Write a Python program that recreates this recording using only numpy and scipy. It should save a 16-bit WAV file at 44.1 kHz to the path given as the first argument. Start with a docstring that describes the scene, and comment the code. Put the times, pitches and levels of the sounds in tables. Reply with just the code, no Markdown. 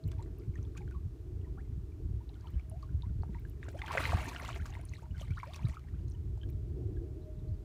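"""In a shallow grassy ditch, carp roll and thrash at the surface, a few metres from a hand-held microphone.
Trapped air pockets plop as gliding sines; thrown water slaps as bursts of noise and falls back as ticking drops.
Wind rumbles on the microphone as deep noise. A far drone, perhaps an aircraft, is a band of noise with one
slowly sinking tone. A few faint gliding whistles come late, and a steady hiss of open air lies under it all."""
import sys
import numpy as np
from scipy import signal
from scipy.fft import rfft, irfft, next_fast_len
from scipy.io import wavfile
from scipy.ndimage import uniform_filter1d

SR = 44100
rng = np.random.default_rng(int(sys.argv[2]) if len(sys.argv) > 2 else 0)


def persist_wave(psi):
    """Save psi, clipped to +-1, as 16-bit WAV."""
    counts = np.round(np.clip(psi, -1, 1) * 32767).astype(np.int16)
    wavfile.write(sys.argv[1], SR, np.atleast_2d(counts).T)


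N = 336997   # length in samples


def from_db(db):
    """Turn decibels into a factor to multiply by."""
    return 10 ** (np.asarray(db) / 20)


def rms_one(x):
    """Scale a signal to an average strength (rms) of 1."""
    return x / np.sqrt(np.mean(x ** 2) + 1e-20)


def in_time(rows):
    """Draw straight lines between the rows of a table, giving each column a value at every sample."""
    seconds, *columns = np.transpose(rows)
    return [np.interp(np.arange(N) / SR, seconds, column) for column in columns]


def at_hz(points, hz):
    """Read a table of pitch and level at any pitch, with octaves evenly spaced."""
    points_hz, points_db = np.transpose(points)
    return np.interp(np.log(hz), np.log(points_hz), points_db)


def noise(spectrum):
    """Noise of the given colour, at rms 1: white noise with each frequency scaled."""
    size = next_fast_len(N)
    hz = np.arange(1, size // 2 + 2) * SR / size
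    white = rng.standard_normal(size)
    coloured = irfft(rfft(white) * from_db(at_hz(spectrum, hz)), size)
    return rms_one(coloured[:N])


def drift(hz):
    """Random wandering with spread 1, mostly slower than the given rate."""
    return noise([(hz, 0), (hz * 100, -80)])


def evened(x, span_s, share):
    """Take out part of a signal's own swelling, leaving rms 1."""
    span = int(span_s * SR)
    power = uniform_filter1d(uniform_filter1d(x ** 2, span), span)
    return rms_one(x / (power + 1e-3) ** (share / 2))


def add_ring(out, s, db, hz, rise_oct, length_ms, attack=0.11, swell=0.19, fall=0.9, end=1.29, climb=1.4,
             wobble=None):
    """Add a sine that swells and dies away; an air pocket's pitch can climb as it nears the surface."""
    length, start = max(length_ms, .1) * SR / 1000, int(s * SR)
    u = np.arange(min(int(4 * length) + 3, N - start + 1)) / length   # time, counted in lengths
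    octaves = rise_oct * np.minimum(u, climb)
    if wobble is not None:   # moving water bends the pocket and its pitch
        octaves[1:] += wobble[start:start + len(u) - 1]
    pitch = np.minimum(hz * 2 ** octaves, .45 * SR)
    opening = 1 - np.exp(-u / (attack + swell * abs(rise_oct)))   # a far glide opens slowly
    shape = opening * np.exp(-fall * u ** end)
    # a rising pocket bursts after a good octave
    shape = shape * np.exp(-(np.maximum(rise_oct * u, 0) / 1.15) ** 8)
    wave = from_db(db) * shape / shape.max() * np.sin(2 * np.pi * np.cumsum(pitch) / SR)
    out[start:start + len(u) - 1] += wave[1:]


def wind(flutter_db=-49, flutter_follows=0.85, gusty_db=2.5, flutter_ragged_db=3.64, wake_db=-14, wake_s=0.026):
    """Eddies push on the microphone: a deep rumble, a lumpier flutter and single buffets."""
    # How strong the rumble is, before quick gusts. Each row: time in seconds, level in dB.
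    rumble_levels = [(0, -67), (.08, -37), (.31, -44), (1.07, -41.5), (1.14, -50), (1.3, -43), (1.79, -40),
                     (1.95, -46), (2.12, -36.5), (2.29, -51), (2.36, -41), (2.47, -48), (2.96, -40.5),
                     (3.53, -42), (3.9, -46.5), (4.15, -36), (4.32, -46.5), (4.63, -42), (5.05, -47.5),
                     (5.2, -39.5), (5.49, -48.5), (5.66, -38), (5.76, -53.5), (5.93, -40), (6.96, -39),
                     (7.28, -48), (7.54, -36.5), (7.64, -52.5)]
    # Colour of the rumble. Each row: frequency in Hz, relative level in dB per Hz.
    rumble_colour = [(20, -26), (32, 3), (48, 15), (65, 17), (95, 13), (125, 8), (160, -55.5)]
    # Colour of the flutter. Each row: frequency in Hz, relative level in dB per Hz.
    flutter_colour = [(70, -1.5), (105, -4), (135, -1), (170, -7.5), (210, -17), (280, -19), (500, -41.5)]
    # Single buffets, before the treble is cut. 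Each row: start in seconds, peak level in dB, pitch in Hz.
    buffets = [(0.055, -29.5, 92), (0.489, -32, 94), (0.585, -30, 98), (0.858, -32.5, 84), (1.051, -30, 84),
               (1.394, -32, 86.5), (2.094, -33.5, 131), (2.554, -25.5, 69), (2.713, -36, 85.5),
               (2.943, -24, 78.7), (3.097, -27, 76), (3.189, -27, 76), (3.293, -32, 166), (3.998, -38, 101),
               (4.081, -38, 93), (4.143, -22, 89), (4.146, -32.5, 193), (4.446, -39, 98),
               (4.618, -33.5, 81.4), (5.112, -40, 83.6), (5.21, -45, 86.5), (5.306, -26, 90.4),
               (5.644, -25, 115), (5.687, -31.5, 69.5), (6.534, -37.5, 61.5), (6.895, -47, 90),
               (7.418, -36.5, 114)]
    rumble_db, = in_time(rumble_levels)
    t = np.arange(N) / SR
    # the flutter follows most of the rumble's swing
    flutter = from_db(flutter_db + flutter_follows * (rumble_db - rumble_db.mean()))
    out = from_db(rumble_db + gusty_db * drift(13.7)) * evened(noise(rumble_colour), 0.051, 0.99)
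    for s, db, hz in buffets:
        add_ring(out, s, db, hz, 0, 1600 / hz, attack=0.058)
        # each buffet comes in a swirl of flutter
        flutter = flutter + from_db(db + wake_db) * np.exp(-((t - s) / wake_s) ** 2)
    lumps = from_db(flutter_ragged_db * drift(18.4))
    out += flutter * lumps * evened(noise(flutter_colour), 0.13, 0.93)
    return signal.sosfilt(signal.butter(3, 600, fs=SR, output="sos"), out)   # eddies carry no treble


def drone(start_hz=645, sag_hz_per_s=3.4, waver_hz=2.0, flicker_db=3.5, slow_swell_db=2.02, quick_swell_db=1.73):
    """A band of far roar and a thin tone that sinks slowly, with a slight waver."""
    # Levels before random swells and flicker. Each row: time in seconds, roar in dB, tone in dB rms.
    drone_levels = [(0, -57, -67), (.33, -54.5, -72.5), (.45, -55.5, -91), (.9, -57, -83.5),
                    (1.6, -58, -80.5), (2.2, -60.5, -85), (2.8, -61.5, -76), (3.5, -61, -84),
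                    (4.7, -58, -70.5), (5.2, -66, -80.5), (5.8, -63, -81.5), (6.3, -56, -84),
                    (6.48, -53, -65.5), (6.9, -51, -82), (7.2, -54.5, -64.5), (7.64, -53, -71.5)]
    # Colour of the roar. Each row: frequency in Hz, relative level in dB per Hz.
    roar_colour = [(120, -41), (200, -13), (284, 4), (367, 5.5), (446, -2), (528, -17.5), (634, -18),
                   (659, -23), (746, -18), (950, -48), (1240, -79), (2090, -120)]
    roar_db, tone_db = in_time(drone_levels)
    tone_hz = start_hz - sag_hz_per_s * np.arange(N) / SR + waver_hz * drift(3.3)
    tone = np.sqrt(2) * np.sin(2 * np.pi * np.cumsum(tone_hz) / SR)   # rms 1
    swell_db = slow_swell_db * drift(1.56) + quick_swell_db * drift(7.8)
    roar = from_db(roar_db + swell_db) * noise(roar_colour)
    return roar + from_db(tone_db + flicker_db * drift(7)) * tone


def air(level_db=-74):
    """The hiss of open air: steady coloured noise."""
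    # Colour of the hiss. Each row: frequency in Hz, relative level in dB per Hz.
    air_colour = [(400, -41), (550, -26.5), (800, -4), (1200, -6.5), (2000, -12), (4000, -15.5),
                  (7000, -18), (10500, -22.5), (12500, -21.5), (16000, -24.5)]
    return from_db(level_db) * noise(air_colour)


def slaps(ragged_db=5.5, crest_db=11.5, front=0.25):
    """Sheets of water slap down: short ragged bursts of broad noise, sharp at the front."""
    # The slaps. Each row: start in seconds, nominal peak level in dB, fading time in ms.
    slap_list = [(0.038, -53, 2.2), (0.113, -46.5, 6.6), (0.138, -61, 2), (0.184, -56, 3.1),
                 (0.227, -50, 2.8), (0.5774, -58, 4), (0.769, -44.5, 6.8), (0.7767, -50, 6),
                 (0.877, -59, 2), (0.9092, -48, 1.7), (2.409, -66, 3), (2.595, -54, 3), (2.826, -50.5, 5.2),
                 (3.2327, -52, 4.4), (3.684, -43.5, 4.7), (3.79, -41, 3.7), (3.8334, -48, 4),
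                 (3.862, -42, 6), (3.92, -36.5, 6.1), (3.9738, -40, 6), (4.016, -41, 12),
                 (4.3484, -40, 1.9), (4.447, -35, 3.4), (4.548, -47.5, 9.7), (4.655, -40.5, 3),
                 (4.6597, -42, 8.4), (4.7414, -51, 4.5), (5.177, -46.5, 6.2), (5.215, -45, 5.4),
                 (5.3068, -46.5, 4.3), (5.4311, -48, 5.9), (5.537, -42, 5.9), (5.5596, -38.5, 3.1),
                 (5.684, -45, 12), (5.742, -48, 9.2), (5.794, -47, 1.9), (5.886, -58.5, 4.3),
                 (6.0818, -58, 2.2), (6.142, -60, 2), (6.3725, -49, 2.5), (6.4898, -49.5, 2.5)]
    envelope = np.zeros(N)
    for s, db, length_ms in slap_list:
        u = np.arange(int(6 * length_ms * SR / 1000) + 2) * 1000 / (SR * max(length_ms, .2))
        start = int(s * SR)
        # the noise peaks stand about crest_db above its rms
        envelope[start:start + len(u)] += from_db(db - crest_db) * (1 - np.exp(-u / front)) * np.exp(-u)
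    wet = noise([(400, -51), (800, 5.5), (2500, -1.5), (5000, -0.5), (16000, -18.0)])
    return envelope * from_db(ragged_db * drift(350)) * wet


def clear_bubbles(wobble_oct=0.04, ragged_db=2.5, tick_ms=2.63, tick_knee_hz=4570):
    """Single air pockets ring with a clear pitch, and single drops land with a short tick."""
    # Air pockets, before wobble and flutter. Each row: start in seconds, peak level in dB,
    # starting pitch in Hz, pitch rise in octaves per length, length (scale of the fade) in ms.
    plops = [(0.084, -59.5, 3020, -0.18, 5.8), (0.1278, -63, 1670, -0.084, 8.8),
             (0.1912, -49.5, 905, 0.047, 15.7), (0.205, -62, 560, 0, 20),
             (0.5561, -49.5, 1890, -0.042, 4.1), (0.576, -62.5, 615, -0.065, 39),
             (0.757, -58, 930, 0.46, 8.5), (0.768, -51, 2130, 0.22, 5.5), (0.777, -59, 1405, 0.14, 11.5),
             (0.806, -52.5, 804, 0.022, 15), (0.816, -59, 2340, -0.18, 5.4),
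             (0.8775, -54.5, 1540, -0.055, 3.2), (0.911, -56, 1520, -0.066, 9.7),
             (0.947, -54.5, 1074, 0.021, 17), (1.445, -67, 2000, -0.094, 10),
             (1.4643, -62.5, 980, 0.016, 13), (1.571, -58.5, 1060, 0.74, 28), (1.65, -72, 2100, 0, 7.2),
             (1.918, -68.5, 2600, -.1, 8.3), (1.5738, -58.5, 781, -0.018, 21),
             (2.2043, -61, 934, 0.059, 14.5), (2.298, -62, 783, 0.02, 12), (2.355, -65, 1490, -0.034, 15),
             (2.442, -54.5, 1050, -0.14, 16), (2.472, -59.5, 1376, -0.18, 14),
             (2.537, -63, 3000, -0.0058, 6.8), (2.555, -68, 1610, 0.066, 14), (2.72, -52.5, 629, 0.14, 30),
             (2.828, -50.5, 1137, -0.04, 9.3), (2.89, -65, 1480, -0.017, 8), (3.0316, -55, 900, 0.15, 17),
             (3.3497, -51.5, 980, -0.035, 14), (3.383, -62, 1980, 0.28, 6.2),
             (3.6296, -39.5, 1870, -0.19, 1.8), (3.6836, -41.5, 1750, -0.18, 2.8),
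             (3.7447, -41.5, 510, 0.34, 14), (3.787, -54.5, 3010, 0.099, 9.6), (3.79, -59, 700, 0.3, 20),
             (3.792, -49.5, 1630, 0.0, 3.8), (3.8349, -43.5, 867, -0.0055, 18),
             (3.902, -35, 1100, -0.33, 3), (3.9093, -28.5, 980, 0.082, 3.7),
             (3.9158, -40, 1000, -0.35, 3.2), (3.9244, -48, 1420, 0.2, 10), (3.97, -35.5, 530, 0.05, 12),
             (4.074, -35, 870, 0.029, 3.3), (4.129, -31, 534, 0.92, 11), (4.174, -43, 710, 0.26, 6.5),
             (4.185, -36.5, 890, -0.19, 4.7), (4.09, -39, 1005, 0.034, 12.6), (4.213, -46, 616, -0.027, 20),
             (4.269, -41.5, 286, -0.053, 14), (4.281, -48, 930, 0.081, 5.8), (4.293, -47, 930, -0.064, 5.5),
             (4.311, -47, 1040, 0.19, 5.3), (4.345, -47, 650, 0.064, 5.7),
             (4.361, -39.5, 1506, -0.066, 3.8), (4.425, -43, 620, -0.09, 6.6),
             (4.41, -42.5, 1000, 0.16, 5.3), (4.437, -47, 770, 0.65, 12), (4.482, -52, 734, 0.059, 9),
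             (4.501, -50, 680, -0.011, 12), (4.5601, -46.5, 670, 0.023, 13), (4.562, -43, 383, 0.0066, 11),
             (4.589, -52.5, 1516, 0.48, 11.6), (4.597, -51, 1390, 0.17, 11), (4.675, -61, 1010, 0.6, 7.4),
             (4.689, -57, 1100, 0.078, 5), (4.6938, -56, 763, -0.0029, 18), (4.723, -59, 807, 0.068, 19),
             (4.7677, -46.5, 976, -0.033, 6.3), (4.7926, -52, 624, 0.14, 8), (4.83, -62, 986, 0.054, 19),
             (4.914, -64, 1000, -0.037, 8.1), (4.936, -45, 2020, 0.015, 3.5),
             (4.982, -60.5, 1023, 0.52, 14), (5.0258, -56.5, 894, 0.061, 23), (5.033, -62, 1200, 0.079, 6),
             (5.108, -62.5, 2880, 0.025, 7), (5.142, -58, 1567, -0.095, 23),
             (5.166, -60, 3000, -0.028, 5.3), (5.213, -46, 615, -0.086, 6.2),
             (5.2273, -52.5, 1130, 0.044, 7.6), (5.3045, -50.5, 2280, 0.071, 10),
             (5.318, -55.5, 1360, 0.07, 6.8), (5.37, -46, 1030, 0.61, 10), (5.375, -42.5, 1415, -0.1, 7.8),
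             (5.385, -52, 1043, 0.041, 11), (5.4, -43.5, 2120, 0.048, 3.7), (5.4312, -32.5, 1118, -0.14, 5),
             (5.467, -46.5, 512, 0.32, 23.3), (5.504, -59, 600, 0.65, 9.6), (5.511, -60, 1160, 0.039, 15),
             (5.537, -55, 1105, -0.029, 11), (5.556, -60, 1090, 0.062, 28), (5.562, -61, 535, 0.37, 35),
             (5.5915, -52.5, 924, 0.17, 12.4), (5.622, -63, 682, 0.056, 14), (5.6298, -54, 2300, 0.21, 4.7),
             (5.6525, -49, 3830, 0.023, 2.6), (5.664, -54, 1218, 0.087, 9.3),
             (5.685, -54, 646, -0.062, 7.1), (5.7064, -60, 745, 0.6, 16), (5.7369, -53.5, 970, 0.32, 10.5),
             (5.7688, -44.5, 1340, -0.061, 7.7), (6.0792, -67, 4180, 0.024, 4.7),
             (6.143, -67, 964, -0.0027, 19), (6.147, -70, 1800, 0.056, 6), (6.148, -63, 3180, -0.08, 5.4),
             (6.3743, -58, 842, -0.092, 5), (6.414, -57, 3200, -0.04, 4.8), (6.432, -58.5, 1580, 0.039, 6),
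             (6.433, -48.5, 3180, -0.038, 3), (6.966, -65, 1720, -0.057, 12)]
    # Drops, before wobble and flutter. Each row: start in seconds, peak level in dB, pitch in Hz.
    drops = [(0.039, -54, 4070), (0.078, -52.5, 7750), (0.0809, -45, 15200), (0.116, -52, 3440),
             (0.1174, -57, 2150), (0.185, -63, 2500), (0.194, -63, 4400), (0.2256, -48, 7500),
             (0.227, -54.5, 4200), (0.25, -63, 7300), (0.386, -52, 13000), (0.391, -61, 1200),
             (0.399, -63, 5000), (0.42, -61, 2140), (0.434, -67, 2010), (0.556, -55.5, 6370),
             (0.578, -58, 2460), (0.629, -52.5, 6000), (0.651, -62, 3530), (0.751, -56, 1490),
             (0.777, -53, 5600), (0.776, -46.5, 6650), (0.779, -51, 2380), (0.886, -61, 3100),
             (0.924, -59, 2470), (1.414, -67, 2900), (2.2924, -56.5, 3680), (2.295, -65, 2700),
             (2.343, -59, 3620), (2.354, -62, 2980), (2.409, -62, 4720), (2.41, -64, 6400),
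             (2.4711, -49, 3100), (2.482, -59, 4250), (2.5064, -53, 14300), (2.596, -52, 2260),
             (2.698, -45.5, 9750), (2.714, -65, 2800), (2.7158, -51, 695), (2.8256, -54, 4600),
             (3.0221, -52.5, 3880), (3.2227, -57, 4440), (3.234, -36.5, 860), (3.234, -47, 1165),
             (3.3464, -49.5, 1930), (3.3984, -45, 15100), (3.451, -45.5, 1750), (3.484, -55, 11400),
             (3.4986, -51.5, 12600), (3.635, -53, 3600), (3.665, -54, 1380), (3.684, -38, 623),
             (3.6889, -48, 7500), (3.7166, -47, 15100), (3.818, -34, 2140), (3.819, -44, 3700),
             (3.822, -44, 1160), (3.862, -41, 3100), (3.872, -45, 2520), (3.884, -46, 3030),
             (3.882, -40, 1570), (3.9386, -32, 820), (3.9516, -24, 645), (3.974, -24, 1510),
             (3.975, -26.5, 2500), (3.9805, -30, 2000), (3.9985, -36, 696), (4.0035, -31.5, 666),
             (4.015, -39, 2000), (4.0209, -37, 3770), (4.039, -35, 2500), (4.0407, -36, 4000),
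             (4.0541, -27, 2050), (4.0621, -44, 1540), (4.1214, -27, 1125), (4.1734, -38, 625),
             (4.245, -43.5, 8900), (4.289, -38.5, 6370), (4.3482, -41, 1810), (4.3627, -36, 2880),
             (4.3992, -37, 1990), (4.4212, -42.5, 6060), (4.46, -43, 2900), (4.4904, -37.5, 1300),
             (4.5008, -40.5, 1080), (4.5297, -45, 3120), (4.6222, -44.5, 1650), (4.656, -43, 1230),
             (4.657, -43, 1570), (4.662, -47.5, 6900), (4.7042, -50, 6500), (4.726, -50, 2760),
             (4.737, -51, 1870), (4.7386, -52, 3500), (4.752, -44.5, 2050), (4.8134, -48, 9700),
             (4.853, -40.5, 9400), (4.889, -53.5, 4170), (4.894, -46.5, 6500), (4.945, -52, 3800),
             (4.9534, -55, 4130), (4.957, -55, 1880), (4.968, -54, 4000), (5.0225, -51, 590),
             (5.0652, -52, 935), (5.1986, -50, 3600), (5.21, -46, 6400), (5.2182, -46, 3060),
             (5.276, -62, 800), (5.337, -59, 3160), (5.357, -60, 3000), (5.383, -49, 1830),
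             (5.391, -54, 5930), (5.433, -43.5, 2230), (5.4405, -49, 1600), (5.475, -55, 5040),
             (5.481, -55, 1800), (5.499, -53, 2440), (5.5354, -44.5, 3460), (5.5448, -43, 2530),
             (5.558, -46, 5570), (5.561, -48, 4400), (5.592, -53.5, 2300), (5.649, -52, 445),
             (5.6854, -47, 9300), (5.696, -54, 2000), (5.759, -55, 2440), (5.885, -56.5, 1820),
             (6.0824, -52.5, 6660), (6.089, -60, 5440), (6.091, -65, 4270), (6.1, -55, 9000),
             (6.112, -61, 6300), (6.117, -66, 4100), (6.12, -59, 5640), (6.138, -60, 6500),
             (6.139, -60, 12000), (6.38, -66, 7000), (6.498, -62, 2370), (6.502, -45, 14500),
             (6.529, -63, 3570), (6.571, -67, 3300)]
    out, wobble = np.zeros(N), wobble_oct * drift(92)
    for row in plops:
        add_ring(out, *row, climb=3.0, wobble=wobble)
    for s, db, hz in drops:
        length_ms = tick_ms / (1 + (hz / tick_knee_hz) ** 2)   # small, high drops tick ever shorter
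        add_ring(out, s, db, hz, 0, length_ms, attack=0.093, wobble=wobble)
    return out * from_db(ragged_db * drift(120))   # the broken surface makes them flutter


def churn(still_db=-107):
    """How hard the water is stirred, as gurgle and spray levels: peaks over calm, or a splash's own curve."""
    # Small stirs of fin or tail. Each row: time of the peak in seconds, gurgle in dB, spray in dB.
    stirs = [(.12, -78, -74.5), (.22, -67, -83), (.42, -74.5, -77.5), (.58, -70, -75), (.78, -86, -71),
             (.93, -72.5, -90), (2.35, -75, -79), (2.471, -65.5, -75), (2.597, -68.5, -94),
             (2.83, -68.5, -78), (3.05, -71.5, -95), (3.35, -66.5, -75.5), (3.49, -93, -76.5)]
    # The big splash, then the second roll, one list each.
    # Each row: time in seconds, gurgle in dB, spray in dB.
    splashes = [
        [(3.57, -88, -106), (3.63, -60.5, -74), (3.76, -69.5, -69), (3.88, -48, -70), (3.93, -41, -55.5),
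         (4.04, -42, -50), (4.21, -45, -56), (4.28, -49.5, -53), (4.34, -48.5, -58.5), (4.385, -53, -61),
         (4.43, -50.5, -60), (4.5, -50.5, -55), (4.53, -60.5, -62.5), (4.56, -46.5, -60.5), (4.6, -69, -69.5),
         (4.67, -58.5, -63.5), (4.75, -60, -67.5), (4.8, -63.5, -76), (4.88, -75.5, -73), (4.95, -72.5, -64.5),
         (5.06, -75, -78.5)],
        [(5.06, -82, -100), (5.16, -67.5, -75), (5.21, -69, -59), (5.28, -65.5, -76), (5.35, -76, -70),
         (5.39, -65.5, -68), (5.5, -59, -70.5), (5.55, -70, -59.5), (5.62, -59, -75), (5.69, -61.5, -63),
         (5.77, -71, -74.5), (5.82, -72, -89), (6.04, -74, -80)],
    ]
    t, level_db = np.arange(N) / SR, np.full((2, N), float(still_db))
    rise, fall = np.array([[123], [182]]), np.array([[113], [150]])   # dB per second: gurgle, spray
    for s, *peak_db in stirs:
        stir_db = np.transpose([peak_db]) - np.maximum(rise * (s - t), fall * (t - s))
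        level_db = np.maximum(level_db, stir_db)   # the stronger stir rules
    for rows in splashes:
        during = (t > rows[0][0]) & (t <= rows[-1][0])
        level_db = np.where(during, in_time(rows), level_db)
    return level_db


def busy(level_db, calm=0.14, full_db=-45, slope=.5):
    """Share of the full rate of pockets and drops: the harder the stir, the denser."""
    return np.clip(from_db(slope * (level_db - full_db)), calm, 1)


def spray(level_db, per_s=18000, spread_db=4.0, cycles=17.0, clump_db=2.2, patch_db=3.2):
    """Fine drops land in clumps; each ticks for a few cycles at a pitch set by its size."""
    # Colour of the spray, before a tilt to the treble. Each row: pitch in Hz, relative level in dB.
    spray_colour = [(1500, -21.5), (2200, -7.5), (3400, -16), (4200, -13.5), (5000, -20), (7000, -19.5),
                    (12500, -29.5), (16000, -31)]
    share = busy(level_db, full_db=-52.0)
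    loudness = from_db(spread_db * np.minimum(rng.exponential(1, N), 5))
    hits = loudness * rng.choice([-1, 1], N) / np.sqrt(share)
    lands = rng.random(N) < per_s * share * from_db(clump_db * drift(30)) / SR
    patches = [from_db(patch_db * drift(22.0)) for _ in range(4)]   # drops of like size come together
    pitches = np.geomspace(1800, 15000, 24)
    dealt = (24 * np.sqrt(rng.random(N))).astype(int)   # most are small
    out = 0
    for k, hz in enumerate(pitches):
        r, w = from_db(-60 * hz / (cycles * SR)), 2 * np.pi * hz / SR
        ring = [1, 0, -1, 1, -2 * r * np.cos(w), r * r]   # applied twice: a soft landing
        tick = signal.sosfilt([ring, ring], hits * lands * (dealt == k) + 1e-18)
        strength = from_db(at_hz(spray_colour, hz)) * np.sqrt(hz)
        out = out + strength * patches[k // 6] * rms_one(tick)
    return from_db(level_db) * evened(out, 0.1, 0.16)


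def gurgle(level_db, share_db=-2.3, count=12000, cycles=6.8, spread_db=3.5, rise_oct=0.194):
    """Many small pockets within the churn, at random moments and sizes, over more than four octaves."""
    # Colour of the gurgle, before random loudness. Each row: pitch in Hz, relative level in dB.
    gurgle_colour = [(210, -5), (400, -20), (630, -4.5), (1000, 3), (1500, 0.5), (2100, 3), (3000, -10.5),
                     (5000, -2.5)]
    out, draws, share = np.zeros(N), rng.random((count, 6)), busy(level_db)
    for when, size, loud, climb, ring, lot in draws:
        if lot < share[int(when * (N - 1))]:   # calm water lets fewer through
            hz = 210 * 2 ** (4.4 * size ** 0.802)
            db = at_hz(gurgle_colour, hz) - spread_db * np.log(loud + 0.01)
            length_ms = cycles * (0.18 + ring) * 1000 / hz
            add_ring(out, when * (N - 1) / SR, db, hz, rise_oct * 2 * climb ** 2, length_ms)
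    return from_db(share_db) * from_db(level_db) * evened(out / np.sqrt(share), 0.041, 0.18)


def wash(level_db, pivot_db=-43.5, below_db=-10.5, follows=1.15, ragged_db=5.0):
    """Churning water too dense for single pockets: a ragged rush that grows with the stir."""
    # Colour of the rush. Each row: frequency in Hz, relative level in dB per Hz.
    wash_colour = [(150, -19), (300, -3), (600, 1), (1000, -8.5), (1600, 2), (2500, -1), (4200, -8),
                   (6000, -16), (12000, -22)]
    rush_db = pivot_db + below_db + follows * (level_db - pivot_db)
    return from_db(rush_db + ragged_db * drift(78)) * noise(wash_colour)


def banks(x, echoes=((.0043, -12), (.011, -16), (.023, -20)), dull_hz=3500):
    """A few dull echoes from the water and the grassy banks, given as delay in seconds and level in dB."""
    dull = signal.sosfilt(signal.butter(1, dull_hz, fs=SR, output="sos"), x)
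    out = x.copy()
    for s, db in echoes:
        delay = int(s * SR)
        out[delay:] += from_db(db) * dull[:N - delay]
    return out


def chirps(wobble_oct=0.054, ragged_db=4.0):
    """Thin gliding whistles far off, perhaps a small bird: sines that are barely over the hiss."""
    # The whistles, before wobble and flutter. Each row: start in seconds, peak level in dB,
    # starting pitch in Hz, pitch rise in octaves per length, length (scale of the fade) in ms.
    chirp_list = [(6.957, -74, 3500, -.05, 9.8), (7.215, -77, 3900, 0, 16), (7.225, -76, 4420, -0.12, 19),
                  (7.361, -77, 4200, -0.27, 10), (7.389, -75, 3960, -0.16, 10), (7.48, -73, 3770, 0.27, 10),
                  (7.538, -74, 4900, -.12, 13)]
    out, wobble = np.zeros(N), wobble_oct * drift(120)
    for row in chirp_list:
        add_ring(out, *row, attack=0.3, end=2.0, climb=2.2, wobble=wobble)
    return out * from_db(ragged_db * drift(150))


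def scene():
    """Mix wind, drone and air with the water and its echoes, and the late chirps."""
    gurgle_db, spray_db = churn()
    water = slaps() + clear_bubbles() + spray(spray_db) + gurgle(gurgle_db) + wash(gurgle_db)
    mix = wind() + drone() + air() + banks(water) + chirps()
    return mix[None]   # one channel


def record(dry):
    """The microphone loses the deepest bass; the top is cut."""
    thin = signal.sosfilt(signal.butter(5, 38, "high", fs=SR, output="sos"), dry)
    # at least 60 dB down from 16150 Hz upward
    return signal.sosfilt(signal.cheby2(16, 60, 16150, fs=SR, output="sos"), thin)


dry = scene()
out = record(dry)
persist_wave(out)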